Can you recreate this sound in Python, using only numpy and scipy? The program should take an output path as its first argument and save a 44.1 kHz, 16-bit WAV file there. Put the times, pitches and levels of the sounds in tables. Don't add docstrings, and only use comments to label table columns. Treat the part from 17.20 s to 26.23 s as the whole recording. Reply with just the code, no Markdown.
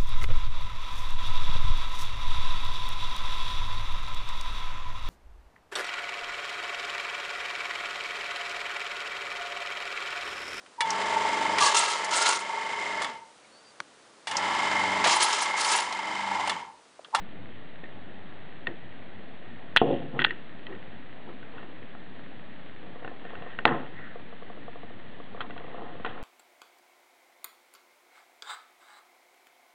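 import sys
import numpy as np
from scipy import signal
from scipy.fft import rfft, irfft, next_fast_len
from scipy.io import wavfile
from scipy.ndimage import uniform_filter1d

SR = 44100
rng = np.random.default_rng(int(sys.argv[2]) if len(sys.argv) > 2 else 0)


def wav_record(signal):
    frames = np.transpose(np.atleast_2d(signal))
    bounded = np.clip(frames, -1, 1)
    quanta = np.round(bounded * 32767).astype(np.int16)
    wavfile.write(sys.argv[1], SR, quanta)


N = 398196

# (frequency [Hz], time to fade 60 dB before stretching [s])
BODY_RINGS = [(980, 0.012), (1500, 0.0056), (1850, 0.011), (2700, 0.0057), (3250, 0.0038), (4000, 0.0029)]


def amp(db):
    return 10 ** (np.asarray(db) / 20)


def unit(x):
    return x / np.sqrt(np.mean(x ** 2) + 1e-20)


def along(points, hz):
    point_hz, value = np.transpose(points)
    return np.interp(np.log(hz + 1), np.log(point_hz + 1), value)


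def strokes(rows):
    curves = np.zeros((len(rows), N + SR))
    t = np.arange(SR) / SR
    for curve, (start_s, rise_s, hold_s, db, fade, *_) in zip(curves, rows):
        rise = np.minimum(t / max(rise_s, .001), 1)
        faded_db = abs(fade) * np.maximum(t - rise_s - hold_s, 0)
        curve[round(start_s * SR):][:SR] = rise * amp(db - faded_db)
    return curves[:, :N]


def filtered(x, response):
    m = next_fast_len(N + SR // 2)
    spectrum = rfft(x, m) * response(np.fft.rfftfreq(m, 1 / SR))
    return irfft(spectrum, m)[..., :N]


def resonance(hz, width_hz):
    return lambda f: 1j * f * width_hz / (hz * hz - f * f + 1j * f * width_hz)


def grit(spiky_db):
    hold = 88
    strength = np.repeat(amp(spiky_db * rng.standard_normal(N // hold + 1)), hold)[:N]
    return unit(strength * rng.standard_normal(N))


def workshop():
    # (frequency [Hz], relative level per Hz [dB])
    hum = [(15, -32), (35, -12.5), (69, -16.5), (98, -0.5), (122, -7), (145, -2.5), (205, -1), (300, -3),
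           (365, -7.5), (700, -9.5), (830, -12.5), (1000, -16.5), (1500, -17.5), (1850, -12), (2200, -20),
           (3500, -24), (5500, -29)]
    hum_db = -47.5
    z = signal.stft(rng.standard_normal(N + 512), nperseg=512)[2]
    patches = uniform_filter1d(rng.standard_normal(z.shape), 4, 0)
    patches = uniform_filter1d(patches, 12, 1)
    air = signal.istft(z * amp(1.2 * unit(patches)), nperseg=512)[1][:N]
    return amp(hum_db) * unit(filtered(air, lambda hz: amp(along(hum, hz))))


def camera_ticks():
    frame_rate, first_tick_s = 29.97, .0245
    s = np.arange(first_tick_s, N / SR - .01, 1 / frame_rate)
    level_db = -15.5 + rng.normal(0, 3.5, len(s))
    pulses = np.bincount(np.round(s * SR).astype(int), amp(level_db), N)
    return filtered(pulses, resonance(1850, 330))


def bench():
    # (time [s], relative level [dB], hardness [dB per octave above 650 Hz],
    # weight [dB per octave below 420 Hz])
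    knock_rows = [(.6355, -23, -3, -1), (1.149, -40, -2.5, -1), (1.24, -43, -6, 5), (1.472, -20, 0, -1),
                  (1.4855, -16.5, -8, -1), (2.6161, 6.5, -3, -8), (2.956, -23, -4.5, -8),
                  (3.012, -24, 3, 9), (3.046, -21, -1, 4), (3.469, -34, -1, 3), (4.09, -39, 5, -4),
                  (4.127, -37, 0, -2), (4.38, -40, 1.5, -1), (4.429, -25, -0.5, -1),
                  (4.751, -30.5, 4.5, -3), (4.952, -39.5, 2, -11), (4.994, -32.5, 3, -8),
                  (5.847, -19.5, -1, -2), (5.877, -23, -0.5, -6), (6.106, -30.5, 3, 1), (6.389, -22, 5, 2),
                  (6.4533, 1.5, 5.5, -6), (6.795, -28.5, 1.5, -7), (8.206, -27, 14.5, -6),
                  (8.214, -26, 11, -14), (8.848, -17.5, 10, -8.5), (8.948, -36, 4, 5),
                  (8.978, -30.5, 7, -2.5)]
    # (time [s], rise [s], hold [s],
    # relative level [dB], fade [dB/s], hardness and weight [as for knocks])
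    drag_rows = [(1.477, .003, .001, -34.5, 345, -18, 3), (2.618, .003, 0.11, -18, 600, -23.5, 0.5),
                 (2.73, .03, 0.046, -31, 120, -25.5, 6.5), (2.909, 0.033, 0.057, -33, 400, -7, 7.5),
                 (3.05, 0.016, 0.039, -45.5, 233, -16, 5.5), (3.47, .003, .03, -41, 126, -3, 1.5),
                 (4.049, 0.04, .001, -42, 260, 0, 3), (4.332, 0.0037, .001, -42, 90, 2.5, 1.5),
                 (5.55, 0.35, .001, -45.5, 100, -0.5, -5), (5.98, .16, 0.13, -42.5, 167, -1.5, -2),
                 (6.389, 0.0039, 0.02, -39.5, 600, -13, 0.5), (6.456, .003, .025, -21.5, 232, 1.5, 3),
                 (6.489, 0.026, .04, -32.5, 100, 0, 4), (8.149, .07, .001, -39.5, 170, 3.5, -0.5),
                 (8.28, .12, 0.11, -43, 99, -4, -9), (8.5, .11, .09, -39, 108.5, -2.5, -7),
                 (8.848, .003, 0.0011, -31, 231, 5.5, -11), (8.92, .04, .1, -39.5, 100, -2, -5.5)]
    # (frequency [Hz], width [Hz], level [dB])
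    bench_modes = [(145.4, 22, -4), (259.5, 27, 0), (338.6, 34, -0.5), (401.6, 30, -2), (462, 35, 2),
                   (552, 40, -1.5), (694, 35, -0.5), (752, 45, -0.5), (854, 60, -2.5), (1058.3, 55, -2.5),
                   (1156, 94, -8), (1300, 150, -7)]
    middling_ms, shorter_per_db = .55, .23

    drag_hard, drag_heavy = np.transpose(drag_rows)[5:]
    shake = strokes(drag_rows) * grit(spiky_db=2.0)

    s, level_db, hard, heavy = np.transpose(knock_rows)
    contact_ms = np.clip(middling_ms * np.exp(-shorter_per_db * hard), .1, 3)
    lag = np.arange(160)
    phase = np.clip(lag / (contact_ms[:, None] * SR / 1000), 0, 1)
    push = np.sin(np.pi * phase) ** 2
    push /= push.sum(axis=1, keepdims=True)
    at = np.round(s * SR).astype(int)[:, None] + lag
    scatter_db = rng.normal(0, 1.7, (len(s), len(bench_modes)))

    out = np.zeros(N)
    for k, (hz, width_hz, db) in enumerate(bench_modes):
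        above, below = max(np.log2(hz / 650), 0), max(np.log2(420 / hz), 0)
        strength = amp(level_db + hard * above + heavy * below + scatter_db[:, k] + 28.5)
        blows = np.bincount(at.ravel(), (strength[:, None] * push).ravel(), N)
        drag_gain = amp(drag_hard * above + drag_heavy * below + 14.0)
        rubbing = (-1) ** k * drag_gain @ shake
        mode = lambda f: resonance(hz, width_hz)(f) / (1 + 1j * f / (2 * hz)) ** 2
        out += amp(db) * filtered(rubbing - blows, mode)
    return out


def tool_clicks():
    # (time [s], relative level of the jaw [dB], of the lever [dB], of the latch [dB])
    click_rows = [(.639, -52, -37, -50.5), (1.4703, -26, -19, -27.5), (2.5631, 1, -22, -24.5),
                  (2.5706, 2.5, -4, 7), (2.575, -39, -32, -9), (2.5818, -32, -38, -26),
                  (2.9916, -16, -16.5, -34), (3.0005, -28, -38, -24), (3.0188, -20, -21, -20),
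                  (3.042, -26, -19, -18), (3.0466, -20, -12, 0.5), (3.0491, -6.5, -30, -18),
                  (3.0645, -34, -27, -34), (3.107, -54, -20, -39), (3.467, -50, -37, -36),
                  (3.526, -53, -39, -60), (3.55, -58, -38.5, -55), (4.229, -44, -49, -64),
                  (4.381, -38, -52, -56), (4.429, -50.5, -42, -58), (5.847, -36.5, -41.5, -55),
                  (5.877, -37.5, -38.5, -51), (6.051, -47, -44.5, -51), (6.153, -36.5, -41, -52),
                  (6.222, -46, -45, -51), (6.3884, -24.5, -27.5, -40), (6.4534, 3, -6, -1.5),
                  (6.477, -36, -22, -28), (6.491, -26, -47, -50), (8.2067, -37, -40, -31),
                  (8.214, -34, -35, -40), (8.3067, -40, -41, -48), (8.378, -40, -46, -43),
                  (8.8493, -29.5, -38, -35.5), (8.862, -34, -37, -37.5)]
    reach_db = [(-28.5, 0.9, -25, -9, -25.5, -25), (-22.5, -31, -2.55, -12.5, -35, -36),
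                (-21.5, -33, -22.5, -12.5, 1.7, -2.5)]
    stretch_at_0_db, longer_per_db = 1.068, .0729
    out, t = np.zeros(N + SR), np.arange(SR // 10) / SR
    rise = 1 - np.exp(-t / .00048)
    for s, *part_db in click_rows:
        loudest_db = max(part_db)
        bright_noise = np.diff(rng.standard_normal(len(t) + 1))
        click = amp(loudest_db - 5 - 60 * t / .028) * bright_noise
        stretch = stretch_at_0_db - longer_per_db * loudest_db
        ring_gains = amp(part_db) @ amp(reach_db)
        for gain, (hz, t60) in zip(ring_gains, BODY_RINGS):
            fade = amp(5 - 60 * t / (t60 * stretch))
            detuned_hz = hz * rng.normal(1, .028)
            click += gain * fade * rise * np.sin(2 * np.pi * detuned_hz * t)
        out[round(s * SR):][:len(t)] += click
    return out[:N]


def tool_sliding():
    # (time [s], rise [s], hold [s], relative level [dB], fade [dB/s],
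    # upper two rings against lower two [dB])
    slide_rows = [(1.467, 0.002, .001, -40.5, 305, -11.5), (2.562, 0.0016, 0.0011, -27, 907, -3),
                  (2.583, 0.0073, .033, -42.5, 900, 1), (2.623, 0.056, 0.049, -52.5, 110, 2.5),
                  (2.933, 0.094, .001, -53, 500, 0), (2.991, 0.0036, 0.031, -36, 1500, -9),
                  (3.043, 0.0055, 0.057, -43.5, 501, -5), (3.111, 0.017, .06, -59.5, 200, -5),
                  (3.463, 0.082, .001, -53.5, 300, -13), (4.297, .06, 0.058, -58, 203, -8),
                  (5.982, 0.094, 0.11, -55.5, 204, -10), (6.202, .1, .04, -52, 250, -8.5),
                  (6.388, 0.016, .001, -52, 404, -13), (6.457, 0.018, 0.00065, -33, 410, -13),
                  (6.484, 0.024, 0.043, -46, 108, -7), (6.73, .04, .14, -50.5, 301, -22.5),
                  (8.209, 0.0026, 0.00074, -36.5, 908, -5.5), (8.305, .15, 0.23, -59.5, 27, -8),
                  (8.85, 0.0023, .001, -44.5, 165.5, -4)]
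    gain, high_db = strokes(slide_rows), np.transpose(slide_rows)[5]
    rub = []
    for hz, t60 in BODY_RINGS[1:5]:
        rub.append(unit(filtered(grit(spiky_db=4.0), lambda f: resonance(hz, 3.0 / t60)(f) ** 2)))
    low = gain.sum(axis=0) * (amp(-3.5) * rub[0] + rub[1])
    high = amp(high_db) @ gain * (rub[2] + rub[3])
    return low + high


def handle():
    # (time [s], rise [s], hold [s], level [dB], fade [dB/s])
    shudder_rows = [(1.473, 0.011, 0.0013, -33.5, 272), (2.99, 0.017, .001, -33, 351),
                    (3.04, 0.032, 0.047, -41.5, 505), (3.47, 0.023, 0.026, -44.5, 180),
                    (4.06, 0.029, .001, -48.5, 227)]
    # (frequency [Hz], width [Hz])
    hz, width_hz = (345, 60)
    mode = lambda f: resonance(hz, width_hz)(f) * resonance(hz, 250)(f)
    shaking = unit(filtered(grit(spiky_db=2.5), mode))
    return strokes(shudder_rows).sum(axis=0) * shaking


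def taps():
    # (time [s], relative level [dB])
    tap_rows = [(5.629, -40.5), (5.664, -37), (5.757, -34.5), (5.824, -35), (5.915, -36), (6.051, -35),
                (6.134, -34), (6.222, -33.5), (6.263, -34.5), (6.289, -43), (6.957, -31.5), (6.995, -38.5),
                (7.126, -33.5), (7.223, -33), (7.3, -33), (7.374, -35), (7.481, -29.5), (7.557, -31),
                (7.632, -34), (7.705, -38.5), (8.001, -34), (8.147, -32), (8.176, -35), (8.299, -34),
                (8.364, -33), (8.406, -35.5), (8.444, -33), (8.48, -35.5), (8.545, -32), (8.582, -33),
                (8.619, -35.5), (8.664, -35), (8.754, -36), (8.798, -34)]
    # (frequency [Hz], width [Hz], relative level [dB])
    hollow_modes = [(468, 44, 0), (704, 31, 0), (1150, 90, 3)]
    # (time [s], level [dB])
    top_balance = [(5.9, -17), (6.1, -12), (7.6, -13), (8.1, -8.5), (8.55, -7.5), (8.65, -12)]
    s, low_db = np.transpose(tap_rows)
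    top_db = low_db + np.interp(s, *np.transpose(top_balance))
    scatter_db = rng.normal(0, 1.5, (len(s), len(hollow_modes)))
    at = np.round(s * SR).astype(int)
    out = np.zeros(N)
    for k, ((hz, width_hz, db), level_db) in enumerate(zip(hollow_modes, (low_db, low_db, top_db))):
        blows = np.bincount(at, amp(level_db + db + 40 + scatter_db[:, k]), N)
        mode = lambda f: resonance(hz, width_hz)(f) * resonance(hz, hz)(f)
        out += (-1) ** k * filtered(blows, mode)
    return out


def scene():
    floor = workshop() + camera_ticks()
    close = bench() + tool_clicks() + tool_sliding() + handle() + taps()
    return (floor + close)[None]


def record(dry):
    # (frequency [Hz], gain [dB])
    smoothing = [(3300, 0), (3900, -4.5), (4300, -11), (4700, -19.5), (5100, -37.5), (5500, -120)]
    converter_hz, top_hz = 11025, 16300
    offset, step = -.0231, .00527
    top, knee = .69, 14
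    every = round(SR / converter_hz)
    samples = filtered(dry, lambda hz: hz < converter_hz / 2)[:, ::every] + offset
    stepped = step * np.clip(np.round(samples / step), -128, 127)
    pulses = np.zeros_like(dry)
    pulses[:, ::every] = every * (stepped - offset)
    smooth = filtered(pulses, lambda hz: amp(along(smoothing, hz))) + offset
    clipped = smooth / (1 + np.abs(smooth / top) ** knee) ** (1 / knee)
    return offset + filtered(clipped - offset, lambda hz: hz < top_hz)


dry = scene()
out = record(dry)
wav_record(out)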